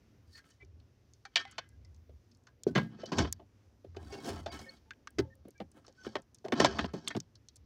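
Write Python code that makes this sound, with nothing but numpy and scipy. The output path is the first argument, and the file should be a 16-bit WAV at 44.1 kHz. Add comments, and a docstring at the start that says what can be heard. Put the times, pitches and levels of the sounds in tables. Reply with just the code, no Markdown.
"""Outdoors beside a small wood fire, an aluminium pot and its lid are handled close to a phone.
Knocks, ticks and scrapes are shaped noise filtered by the damped modes of the pot;
single modes also stand out as decaying or sustained sines. Low throbs, resonant noise, flutter
in bursts and thump under heavy knocks; a far motor hums as two sines on one wavering pitch;
the open air hisses faintly as coloured noise whose bands drift."""
import sys
import numpy as np
from scipy import signal
from scipy.fft import rfft, irfft, next_fast_len
from scipy.io import wavfile
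from scipy.ndimage import uniform_filter1d

SR = 44100
rng = np.random.default_rng(int(sys.argv[2]) if len(sys.argv) > 2 else 0)


def bounce(signal):
    """Save signal as a 16-bit WAV file at the path given by the first command-line argument."""
    frames = np.transpose(np.atleast_2d(signal))
    limited = np.clip(frames, -1, 1)
    pcm = np.round(limited * 32767).astype(np.int16)
    wavfile.write(sys.argv[1], SR, pcm)


N = 337365

# frequency bands of a contact, in order thud, body, clink, edge, air: low_hz, high_hz
BANDS = [(90, 300), (300, 1200), (1200, 4000), (4000, 8000), (8000, 18000)]
# pot and lid modes, damped by the hand: mode_hz, level_db (relative), t60_s
POT_MODES = [(120, -6, .2), (165, 0.6, .24), (221, -3, .2), (295, -3, .15), (390, -2, .12), (533, -5, .12),
             (690, -8, .1), (790, -7, .11), (880, -12, .09), (1010, -6, .08), (1083, -11, .08),
             (1312, -10, .08), (1510, -14, .12), (1628, -4, .14), (1814, -12, .14), (2035, -12, .1),
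             (2210, -16, .1), (2320, -8, .06), (2555, -16, .09), (2760, -18, .09), (3015, -10, .07),
             (3245, -10, .08), (3540, -14, .07), (3900, -14, .06), (4350, -16, .06), (4590, -14, .05),
             (4750, -18, .05), (5130, -14, .05), (5440, -14, .04), (5720, -15, .04), (6200, -20, .035)]
# knocks: start_s, clink_db, body_db and edge_db (both above the clink), brightest_hz,
# rattle_s (t60 before the stretch of each band)
KNOCKS = [(0.353, -65, -6, -1, 1860, 0.098), (.375, -59, -17, -6, 1800, 0.13),
          (0.441, -70, -12, -12, 1750, 0.063), (0.606, -71.5, -1, -13, 2230, 0.19),
          (0.624, -79, 18.5, -1, 338, 0.072), (1.2514, -47.5, -19, -6.5, 1463, 0.08),
          (1.3573, -24, -17, -3, 3260, 0.12), (1.4519, -49, -14, -11.5, 760, 0.029),
          (1.5809, -38, -6, -7, 690, 0.066), (1.599, -63.5, -19, -19.5, 1628, 0.26),
          (2.09, -78, 21.5, -15, 515, 0.16), (2.468, -60, -10, -4, 1450, 0.12),
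          (2.6677, -63.5, 28, 6.5, 241, 0.18), (2.751, -31, 2.5, -12, 158, 0.23),
          (2.988, -70.5, 16, -8, 440, 0.12), (3.034, -58.5, 19, -10, 590, 0.11),
          (3.1189, -43, 6.5, -4.5, 165, 0.12), (3.1838, -33.5, 2.5, 0, 203, 0.13),
          (3.2466, -44, 5, -26.5, 445, 0.042), (3.3949, -68, 13, -20.5, 725, 0.14),
          (3.844, -72, 24, -12, 440, 0.079), (3.947, -65, 3, -12, 1353, 0.063),
          (3.9643, -54, 12.5, -5, 446, 0.07), (4.12, -52.5, 8, -1.5, 418, 0.49),
          (4.2436, -56.5, 11, 3.5, 361, 0.16), (4.2823, -49, 8.5, -7, 335, 0.29),
          (4.366, -58, 3, -11, 785, 0.04), (4.4592, -45, 9, -7, 730, 0.16), (4.591, -58, 5, 6, 790, 0.054),
          (4.9069, -44, -36.5, -12.5, 1634, 0.026), (5.0725, -42, -30, -8.5, 1142, 0.036),
          (5.185, -38, 13.5, -2.5, 334, 0.078), (5.448, -74.5, 22, -12.5, 201.6, 0.13),
          (5.4802, -73, 20, -14, 425.5, 0.044), (5.601, -49.5, 9.5, -16.5, 255, 0.067),
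          (5.8417, -64, -10, -9.5, 1160, 0.25), (5.8798, -65.5, 9.5, 5.5, 550, 0.096),
          (6.0471, -52, -6, -14, 1300, 0.06), (6.065, -49, 12.5, -27, 382, 0.062),
          (6.1536, -34.5, 3, -14.5, 642, 0.071), (6.4432, -55.5, 19, -4.5, 629.8, 0.29),
          (6.46, -57, 17, -16, 600, .04), (6.483, -51, 7, -4.5, 304, 0.021),
          (6.521, -33, 5.5, -13, 227, 0.082), (6.5993, -26, 4.5, -4.5, 480, 0.086),
          (6.616, -39, 1, -6, 900, 0.027), (6.6455, -22.5, 4, -6.5, 573, 0.052),
          (6.6571, -31.5, -9, -2, 396, 0.045), (6.754, -61, 10, -20, 1000, .04),
          (6.772, -56, 11, -10, 1017, 0.022), (6.7863, -29.5, -5.5, -18, 215, 0.083),
          (6.843, -40, 6.5, -28, 200, 0.03), (6.9354, -55.5, 18.5, -0.5, 208, 0.1),
          (7.0755, -31, -37, -16, 3640, 0.025), (7.1038, -41.5, -8.5, -14.5, 1730, 0.086),
          (7.149, -46.5, 7.5, -24, 140, 0.044), (7.165, -49, 12.5, 1, 153.6, 0.038)]
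# stretch of the rattle in each band, the bass lasting longest: factor (no unit)
RATTLE_STRETCH = [1.6, 0.85, 0.76, 0.64, 0.12]
BLOCK = 16384  # samples of one blow and of one filter response


def undb(db):
    """Decibel definition: amplitude is ten to the power of dB / 20."""
    return 10 ** (np.asarray(db) / 20)


def unit(x):
    """Root-mean-square normalisation: signals of equal power start from one level."""
    return x / np.sqrt(np.mean(x ** 2))


def clock():
    """Uniform sampling: the time of every sample in seconds."""
    return np.arange(N) / SR


def bin_hz(size):
    """Discrete Fourier transform: its bins lie SR / size apart."""
    return np.arange(size // 2 + 1) * SR / size


def curve(table):
    """Linear interpolation in time of the columns that follow the time column."""
    s, *columns = np.transpose(table)
    return [np.interp(clock(), s, column) for column in columns]


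def shape(table, size):
    """Spectral colour: dB values joined by straight lines over log frequency give a filter gain."""
    hz, db = np.transpose(table)
    return undb(np.interp(np.log(bin_hz(size) + 1), np.log(hz), db))


def walk(rate_hz):
    """Band-limited random modulation: held random levels, averaged twice, with unit RMS."""
    hold = int(SR / rate_hz)
    held = np.repeat(rng.standard_normal(N // hold + 1), hold)
    return unit(uniform_filter1d(uniform_filter1d(held, hold), hold)[:N])


def quick_waver(samples):
    """Moving average of white noise, rescaled to unit spread, for fluctuation within one blow."""
    return uniform_filter1d(rng.standard_normal(BLOCK), size=samples) * np.sqrt(samples)


def motor():
    """Engine orders: the third order and a weak first share one wavering rotation."""
    # far motor: start_s, third_order_hz, level_db
    motor_track = [(0, 116.7, -78), (2.5, 118, -72), (3.6, 103.7, -66.5), (4.6, 105.2, -77.5),
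                   (6, 94.5, -92.5), (7.65, 103.3, -70.5)]
    hz, db = curve(motor_track)
    phase = 2 * np.pi * np.cumsum(hz * (1 + .035 * walk(7.6))) / SR
    orders = np.sin(phase) + 0.19 * np.sin(phase / 3)
    return undb(db + walk(19)) * np.sqrt(2) * orders


def air():
    """Coloured broadband noise: overlapping octave bands drift together and flicker alone."""
    # open air: frequency_hz, density_db (per Hz, relative)
    air_colour = [(15, -45.5), (25, -6.5), (70, 0.5), (103, 1.5), (167, -10), (244, -5.5), (829, -23.5),
                  (4110, -33), (5850, -29.5), (8100, -44), (13600, -44), (15200, -42), (16000, -57)]
    level_db = -66.5
    size = next_fast_len(N)
    hiss = rfft(rng.standard_normal(size)) * shape(air_colour, size)
    octave = np.log2(bin_hz(size) + 1)
    common_db = .8 * walk(3)
    total = np.zeros(N)
    for k in range(4, 16):
        # triangular weights over octaves add up to one
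        weight = np.clip(1 - abs(octave - k), 0, 1)
        total += irfft(hiss * weight, size)[:N] * undb(common_db + 1.4 * walk(9))
    return unit(total) * undb(level_db)


def throb_level():
    """Attack, hold and decay: each throb rises fast, holds and falls to a rest, linearly in dB."""
    # low throbs, fluttering bursts and the deep thumps under heavy knocks: start_s, hold_s, level_db
    throbs = [(.28, 0.017, -58), (0.625, 0.19, -56.5), (1.425, 0.31, -72), (1.734, 0.28, -54.5),
              (2.1, 0.039, -52.5), (2.728, 0.014, -44.5), (3.181, 0.048, -33.5), (3.868, 0.24, -50.5),
              (4.306, .1, -46), (4.457, 0.12, -51.5), (5.18, 0.026, -42.5), (5.4, .02, -59.5),
              (5.606, 0.03, -56), (6.041, 0.025, -61), (6.602, .15, -46.5), (6.812, 0.034, -42.5),
              (7.18, 0.015, -65.5), (7.354, 0.018, -65), (7.589, 0.059, -59)]
    rise_db_s, fall_db_s, rest_db = 799.5, 169.5, -74
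    t = clock()
    start, hold, db = (column[:, None] for column in np.transpose(throbs))
    loss = np.maximum(rise_db_s * (start - t), fall_db_s * (t - start - hold))
    return undb(np.maximum((db - np.maximum(loss, 0)).max(axis=0), rest_db))


def low_throbs():
    """Broad resonance: band-passed noise becomes low, unsteady flutter and deep thumps."""
    centre_hz, width_hz = 78.7, 27
    band = [centre_hz - width_hz / 2, centre_hz + width_hz / 2]
    resonance = signal.butter(2, band, "band", fs=SR, output="sos")
    tone = signal.sosfilt(resonance, rng.standard_normal(N))
    # partial compression keeps the swing fairly even
    swing = np.sqrt(uniform_filter1d(tone ** 2, size=1500))
    return unit(tone / swing ** 0.58) * throb_level()


def metal(size):
    """Modal resonance: each mode is a complex pole whose bandwidth follows from its decay time."""
    # colour of bare metal contact: frequency_hz, density_db (per Hz, relative)
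    contact_colour = [(40, -30), (90, -14), (140, -5), (390, -5), (800, -9), (1360, -16), (3250, -22),
                      (6300, -23), (7600, -33), (10000, -39), (13000, -48), (15200, -43), (16400, -52)]
    hz = bin_hz(size)
    mode_hz, db, t60 = (column[:, None] for column in np.transpose(POT_MODES))
    half_width_hz = np.log(1000) / (2 * np.pi * np.clip(t60, .02, .25))
    # neighbouring modes alternate in sign
    sign = (-1.) ** np.arange(len(POT_MODES))[:, None]
    modes = sign * undb(db) / (half_width_hz + 1j * (hz - mode_hz))
    gates = []
    for band in BANDS:
        sos = signal.butter(4, band, "band", fs=SR, output="sos")
        gates.append(signal.sosfreqz(sos, hz, fs=SR)[1])
    return hz, gates, shape(contact_colour, size), modes


def response_rms(response):
    """Root mean square of a frequency response over its bins."""
    return np.sqrt(np.mean(np.abs(response) ** 2))


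def sounding(gate, bare, ring, ring_db):
    """Superposition in one band: bare contact at unit RMS plus modal ringing at a relative level."""
    contact = bare / response_rms(gate * bare)
    ringing = ring / response_rms(gate * ring)
    return gate * (contact + undb(ring_db) * ringing)


def ring_share_db(band, db):
    """Modal range: every band rings at the given level except the air band, which has no modes."""
    return db if band < len(BANDS) - 1 else -np.inf


def knock_bands(clink_db, body, edge, bright_hz):
    """Spectral balance of a knock: the lower its brightest pitch, the more thud over its body."""
    thud_hz, slope_db_per_octave, least_db, air_below_edge_db = 211, -10, -23.5, 22
    thud = body + max(slope_db_per_octave * np.log2(bright_hz / thud_hz), least_db)
    return clink_db + np.array([thud, body, 0, edge, edge - air_below_edge_db])


def pressure():
    """Friction envelopes: a touch window times a swell for each stroke; knocks leave a dying clatter."""
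    # rubbing strokes: touch_start_s, swell_peak_s, touch_end_s, clink_db, body_db, edge_db, air_db
    # (last three above the clink). Start and end bound the touch, silent where the end comes first;
    # the swell is set by its peak, which may lie outside. Thud and body sound at body_db plus the trim.
    strokes = [(0.27, 0.38, 0.41, -72.5, -4, 9, 4), (0.43, 0.46, 0.66, -73, 0, -8, -4.5),
               (0.57, 0.603, 0.7, -81, 9, -20, -11), (1.32, 1.405, 1.68, -57, -24, -11, -31),
               (3.07, 3.024, 3.38, -64, 4, 1.5, -48), (3.12, 3.19, 3.288, -47.5, 15.5, 3, -43),
               (4, 4.123, 4.29, -59, 10, -1.5, -6.5), (4.2, 4.287, 4.41, -54.5, 11, 0, -3.5),
               (4.516, 4.479, 4.787, -50.5, 3, -3, -9), (4.75, 4.6, 4.68, -56, 1.5, 6, 8),
               (5.42, 5.3, 5.45, -78, 19, -3.5, -9), (5.7, 5.776, 5.9, -76, 14, -9.5, -3.5),
               (2, 2.094, 1.95, -87, 14.5, -15.5, -19.5), (5.95, 6.06, 6.2, -66, 0, 5.5, -12),
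               (6, 6.2, 6.25, -80, 23.5, -1, -18), (6.55, 6.628, 6.74, -44.5, 10, -2, -39),
               (6.94, 6.792, 6.86, -51, 14.5, 6, -24), (7, 7.085, 7.24, -62.5, 9, 4, -17),
               (6.94, 6.929, 7.1, -64.5, 5.5, 3, -33), (6.6, 6.865, 6.87, -56, 11.5, 1.5, -30),
               (3.95, 4.03, 4.1, -70.5, 14, -8, -8), (4.34, 4.4, 4.49, -64.5, 12.5, -5, -8),
               (2.97, 3.02, 3.06, -62.5, -7, -3.5, -36), (6.84, 6.89, 6.95, -63, 7, -5, -28)]
    body_trim_db, swell_ends_db, touch_s = -3.5, -23, 0.004
    # clatter of the loose lid: level against the knock, length in rattle times
    clatter_db, clatter_stretch = -24, 3.16
    t, gains = clock(), np.zeros((len(BANDS), N))
    for touch_start, swell_peak, touch_end, clink, body, edge, top in strokes:
        touch = np.clip(1 + np.minimum(t - touch_start, touch_end - t) / touch_s, 0, 1)
        swell_times = [touch_start, swell_peak, touch_end]
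        swell_db = np.interp(t, swell_times, [swell_ends_db, 0, swell_ends_db])
        low = body + body_trim_db
        band_db = clink + np.array([low, low, 0, edge, top])
        gains += touch * undb(swell_db) * undb(band_db)[:, None]
    for s, clink, body, edge, hz, rattle_s in KNOCKS:
        at = slice(int(s * SR), int(s * SR) + BLOCK)
        lasts = clatter_stretch * rattle_s * np.array(RATTLE_STRETCH)[:, None]
        band_db = knock_bands(clink, body, edge, hz)[:, None]
        gains[:, at] += undb(band_db + clatter_db - 60 * (t[at] - s) / lasts)
    return gains


def rub():
    """Friction excitation: dense uneven grains in slips drive the same modal filter as the knocks."""
    grain_samples, grit_db, ring_db = 60, 4.5, 6.
    place_count, place_spread_db = 7, 7.
    _, gates, bare, modes = metal(BLOCK)
    gains = pressure()
    sizes = np.minimum(rng.exponential(size=N // grain_samples + 1), 3)
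    grains = rng.standard_normal(N) * undb(grit_db * sizes.repeat(grain_samples)[:N])
    # the contact wanders between places on the rim at constant total power
    places = undb([9 * walk(22) for _ in range(place_count)])
    places = places / np.sqrt(np.sum(places ** 2, axis=0))
    # each place has its own mix of modes
    rings = undb(place_spread_db * rng.standard_normal((place_count, len(POT_MODES)))) @ modes
    slips_db = 2.5 * walk(40)
    out = np.zeros(N)
    for k, gate in enumerate(gates):
        heard = np.zeros(N)
        for place, ring in zip(places, rings):
            response = sounding(gate, bare, ring, ring_share_db(k, ring_db))
            impulse = np.fft.fftshift(irfft(response, BLOCK))
            heard += signal.oaconvolve(grains * place, impulse, "same")
        out += unit(heard) * gains[k] * undb(slips_db + 1.2 * walk(25))
    return out


def single_modes():
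    """Free and sustained vibration: struck modes decay exponentially, rubbed ones hold unevenly."""
    # light rubs, each sounding the pot mode nearest to pitch_hz: start_s, end_s, pitch_hz, level_db
    sung = [(0.307, 0.39, 4750, -75), (0.323, .405, 4300, -69.5), (0.333, .41, 1814, -67),
            (0.39, 0.414, 1628, -67), (0.444, 0.466, 1814, -75), (0.513, .53, 3015, -66),
            (.6, 0.643, 2300, -70.5), (0.596, 0.632, 2035, -71.5), (4.053, 4.3, 1510, -79),
            (4.33, 4.416, 1270, -67), (3.025, 3.08, 3050, -62), (5.545, 5.575, 1620, -68),
            (5.55, 5.597, 2320, -71.5), (5.3, 5.348, 1813, -72.5), (5.974, 6.037, 1510, -66.5),
            (5.99, 6.026, 6200, -70), (4.66, 4.722, 533, -62), (4.1, 4.2, 790, -58), (4.1, 4.21, 2210, -65),
            (4.106, 4.197, 2760, -66), (4.1, 4.197, 4800, -71), (4.24, 4.32, 2760, -68),
            (4.472, 4.57, 2190, -66.5), (4.477, 4.523, 4720, -62), (4.59, 4.757, 2210, -69),
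            (4.656, 4.7, 1814, -60), (4.683, 4.707, 4350, -59)]
    # blows, each sounding the pot mode nearest to pitch_hz: start_s, pitch_hz, level_db, t60_s
    rung = [(1.254, 1628, -59, .12), (1.253, 790, -53, 0.087), (1.254, 2320, -59, 0.09),
            (1.358, 2320, -29, 0.09), (1.358, 3015, -34, 0.075), (1.358, 3245, -33, .12),
            (1.358, 1814, -40.5, 0.2), (1.358, 4590, -46, 0.14), (1.452, 790, -51.5, 0.093),
            (1.452, 2035, -56, 0.16), (1.583, 1628, -53, 0.21), (1.582, 2035, -65, 0.42),
            (1.582, 2555, -69, 0.25), (1.725, 1628, -66.5, 0.091), (1.849, 2035, -69, .08),
            (2.667, 390, -26, 0.066), (2.668, 1510, -60, .2), (2.753, 1628, -35.5, 0.21),
            (2.668, 165, -37.5, 0.21), (5.191, 120, -39.5, 0.24), (5.602, 790, -44, 0.094),
            (6.064, 1312, -45, 0.043), (6.155, 1800, -41.5, 0.078), (6.154, 533, -40, .05),
            (5.768, 533.2, -63, .15), (5.888, 533, -59, 0.09), (7.076, 3540, -42, 0.048),
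            (5.25, 533, -61.5, 0.38), (5.36, 533, -63.5, .1), (3.966, 790, -54, 0.12),
            (4.367, 790, -56, .06), (2.754, 2035, -37.5, .14), (2.753, 3015, -39, 0.13),
            (2.754, 390, -38, .12), (2.85, 2035, -69, 0.23), (2.988, 1628, -69, 0.33),
            (2.988, 1312, -67, 0.42), (3.034, 533, -38, 0.069), (3.118, 1010, -32, 0.038),
            (3.185, 1010, -44, 0.075), (3.201, 790, -41, .1), (3.201, 2210, -43, 0.1),
            (3.247, 1010, -38, .05), (4.46, 790, -45.5, .08), (4.855, 880, -75, 0.43),
            (5.183, 2035, -43.5, 0.089), (5.184, 390, -28, 0.083), (5.2, 880, -56.5, 0.19),
            (5.477, 533, -51.5, 0.051), (6.521, 2210, -42.5, 0.094), (6.521, 5440, -52, 0.092),
            (6.6, 1010, -27, .06), (6.647, 1010, -17.5, 0.034), (6.658, 1628, -41, 0.085),
            (6.66, 390, -33, 0.19), (6.788, 1510, -50, 0.083), (6.844, 1010, -42, .06)]
    struck_waver_db, rubbed_waver_db, rub_edge_s, onset_s = 3.5, 6., .012, .001
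    t, out = clock(), np.zeros(N)
    mode_hz = np.transpose(POT_MODES)[0]

    def tone(hz, at):
        """Simple harmonic motion of the nearest pot mode, in random phase at unit RMS."""
        nearest_hz = mode_hz[np.argmin(abs(mode_hz - hz))]
        return np.sqrt(2) * np.sin(2 * np.pi * (nearest_hz * t[at] + rng.random()))

    # shifting the waver by the pitch gives different pitches different wavers
    rubbed = rubbed_waver_db * walk(120)
    for start, end, hz, db in sung:
        at = slice(int(start * SR), int(end * SR))
        touch = np.clip(np.minimum(t[at] - start, end - t[at]) / rub_edge_s, 0, 1)
        out[at] += tone(hz, at) * touch * undb(db + np.roll(rubbed, int(hz))[at])
    struck = struck_waver_db * walk(110)
    for s, hz, db, t60 in rung:
        at = slice(int(s * SR), int((s + 1.5 * t60) * SR))
        since = t[at] - s
        level = undb(db + np.roll(struck, int(hz))[at] - 60 * since / t60)
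        out[at] += tone(hz, at) * level * (1 - np.exp(-since / onset_s))
    return out


def blows():
    """Spectral envelopes of impacts: start, band levels, brightest pitch and rattle of each."""
    # small bright ticks: start_s, level_db (at the brightest pitch), brightest_hz,
    # rattle_s (t60 before the stretch of each band)
    ticks = [(0.4997, -63.5, 6540, 0.36), (.6483, -68.5, 5500, 0.02), (0.798, -66, 3730, 0.084),
             (1.135, -57, 6750, 0.075), (1.5116, -53.5, 8600, 0.14), (1.69, -62.5, 9280, 0.084),
             (1.848, -63, 5500, 0.035), (1.945, -66.5, 6630, 0.042), (1.962, -71, 6000, 0.027),
             (2.313, -65.5, 4860, 0.07), (2.348, -66, 6500, 0.043), (2.372, -71.5, 8900, 0.035),
             (2.437, -72, 7000, 0.027), (2.6347, -42, 6900, 0.025), (3.0566, -45.5, 4640, 0.08),
             (3.3258, -28, 7700, 0.025), (3.3274, -37, 14400, .02), (4.767, -65, 4148, 0.067),
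             (4.9335, -61, 2500, 0.021), (5.106, -63, 10490, 0.024), (5.354, -68.5, 11160, 0.014),
             (5.484, -62.5, 10900, 0.026), (5.5065, -59.5, 9700, 0.055), (5.579, -66, 6050, 0.044),
             (5.7158, -60.5, 9300, 0.044), (5.8642, -59, 5670, 0.048), (5.9246, -67.5, 5780, 0.027),
             (6.22, -61, 9120, 0.047), (6.346, -51, 8200, 0.074), (6.3852, -63, 6100, 0.06),
             (6.575, -59, 5500, 0.027), (7.0803, -31, 8150, 0.089), (7.202, -39, 6301, 0.025),
             (7.3538, -55.5, 4900, 0.055), (7.4858, -51, 5620, 0.033), (7.558, -53, 8587, 0.063),
             (7.5662, -54, 8460, 0.035)]
    tick_db_per_octave = -14
    centres_hz = np.sqrt(np.prod(BANDS, axis=1))
    found = []
    for s, clink, body, edge, hz, rattle_s in KNOCKS:
        found.append((s, knock_bands(clink, body, edge, hz), hz, rattle_s))
    for s, db, hz, rattle_s in ticks:
        octaves_away = abs(np.log2(centres_hz / hz))
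        found.append((s, db + tick_db_per_octave * octaves_away, hz, rattle_s))
    return found


def knocks():
    """Impact excitation: a sharp strike and a dying rattle of bounces drive the modal filter."""
    ring_db, spot_spread_db = -4, 4.
    bright_db, bright_width = 12, .4  # lift at the brightest pitch; width in natural log of pitch
    strike_db, strike_share = 5.5, 0.2  # strike above the rattle; its length in rattle times
    grip = 4.  # t60 of the hand's choking, in rattle times
    body_hz, body_tilt = 590, 0.98  # corner of the body; slope as share of the clink step per octave
    out, t = np.zeros(N + BLOCK), np.arange(BLOCK) / SR
    hz, gates, bare, modes = metal(BLOCK)
    for s, levels, bright_hz, rattle_s in blows():
        noise = rng.standard_normal(BLOCK)
        bounces = undb(3.6 * quick_waver(88))
        # every blow lands on another spot and wakes the modes differently
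        ring = undb(spot_spread_db * rng.standard_normal(len(POT_MODES))) @ modes
        log_distance = np.log((hz + 1) / bright_hz)
        lift = undb(bright_db * np.exp(-(log_distance / bright_width) ** 2))
        # the shortest, hardest blows keep their treble
        colour = bare ** np.clip(rattle_s / 0.036, .2, 1)
        lid_waver = undb(2.42 * quick_waver(400))  # a loose lid makes the ring waver
        at = int(s * SR)
        for k, (gate, db) in enumerate(zip(gates, levels)):
            lasts = np.clip(rattle_s * RATTLE_STRETCH[k], .004, .6)
            rattle = undb(-60 * t / lasts)
            strike = undb(strike_db - 60 * t / (strike_share * lasts))
            onset = 1 - np.exp(-t / (0.04 * lasts))
            push = noise * bounces * (rattle + strike) * onset
            if k == 1:
                # a body louder than the clink loses its top, a quieter one its bottom
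                tilt_db = body_tilt * (levels[2] - db) * np.log2((hz + 1) / body_hz)
                gate = gate * undb(np.minimum(tilt_db, 0))
            response = lift * sounding(gate, colour, ring, ring_share_db(k, ring_db))
            heard = irfft(rfft(push) * response, BLOCK)
            # the grip that stops the rattle also chokes the ring
            heard = heard * lid_waver * undb(-60 * t / (grip * lasts))
            # the level applies to the peak of the short-time RMS
            peak = np.sqrt(uniform_filter1d(heard ** 2, size=300).max())
            out[at:at + BLOCK] += heard * undb(db) / peak
    return out[:N]


def scene():
    """Linear superposition of all sources in one channel."""
    return (motor() + air() + low_throbs() + rub() + single_modes() + knocks())[None]


def record(dry):
    """Band limitation: the phone drops the deepest bass (below 52 Hz) and cuts the top (16 kHz)."""
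    dry = signal.sosfilt(signal.butter(3, 52., "high", fs=SR, output="sos"), dry)
    return signal.sosfilt(signal.ellip(8, .2, 70, 16000, fs=SR, output="sos"), dry)


dry = scene()
out = record(dry)
bounce(out)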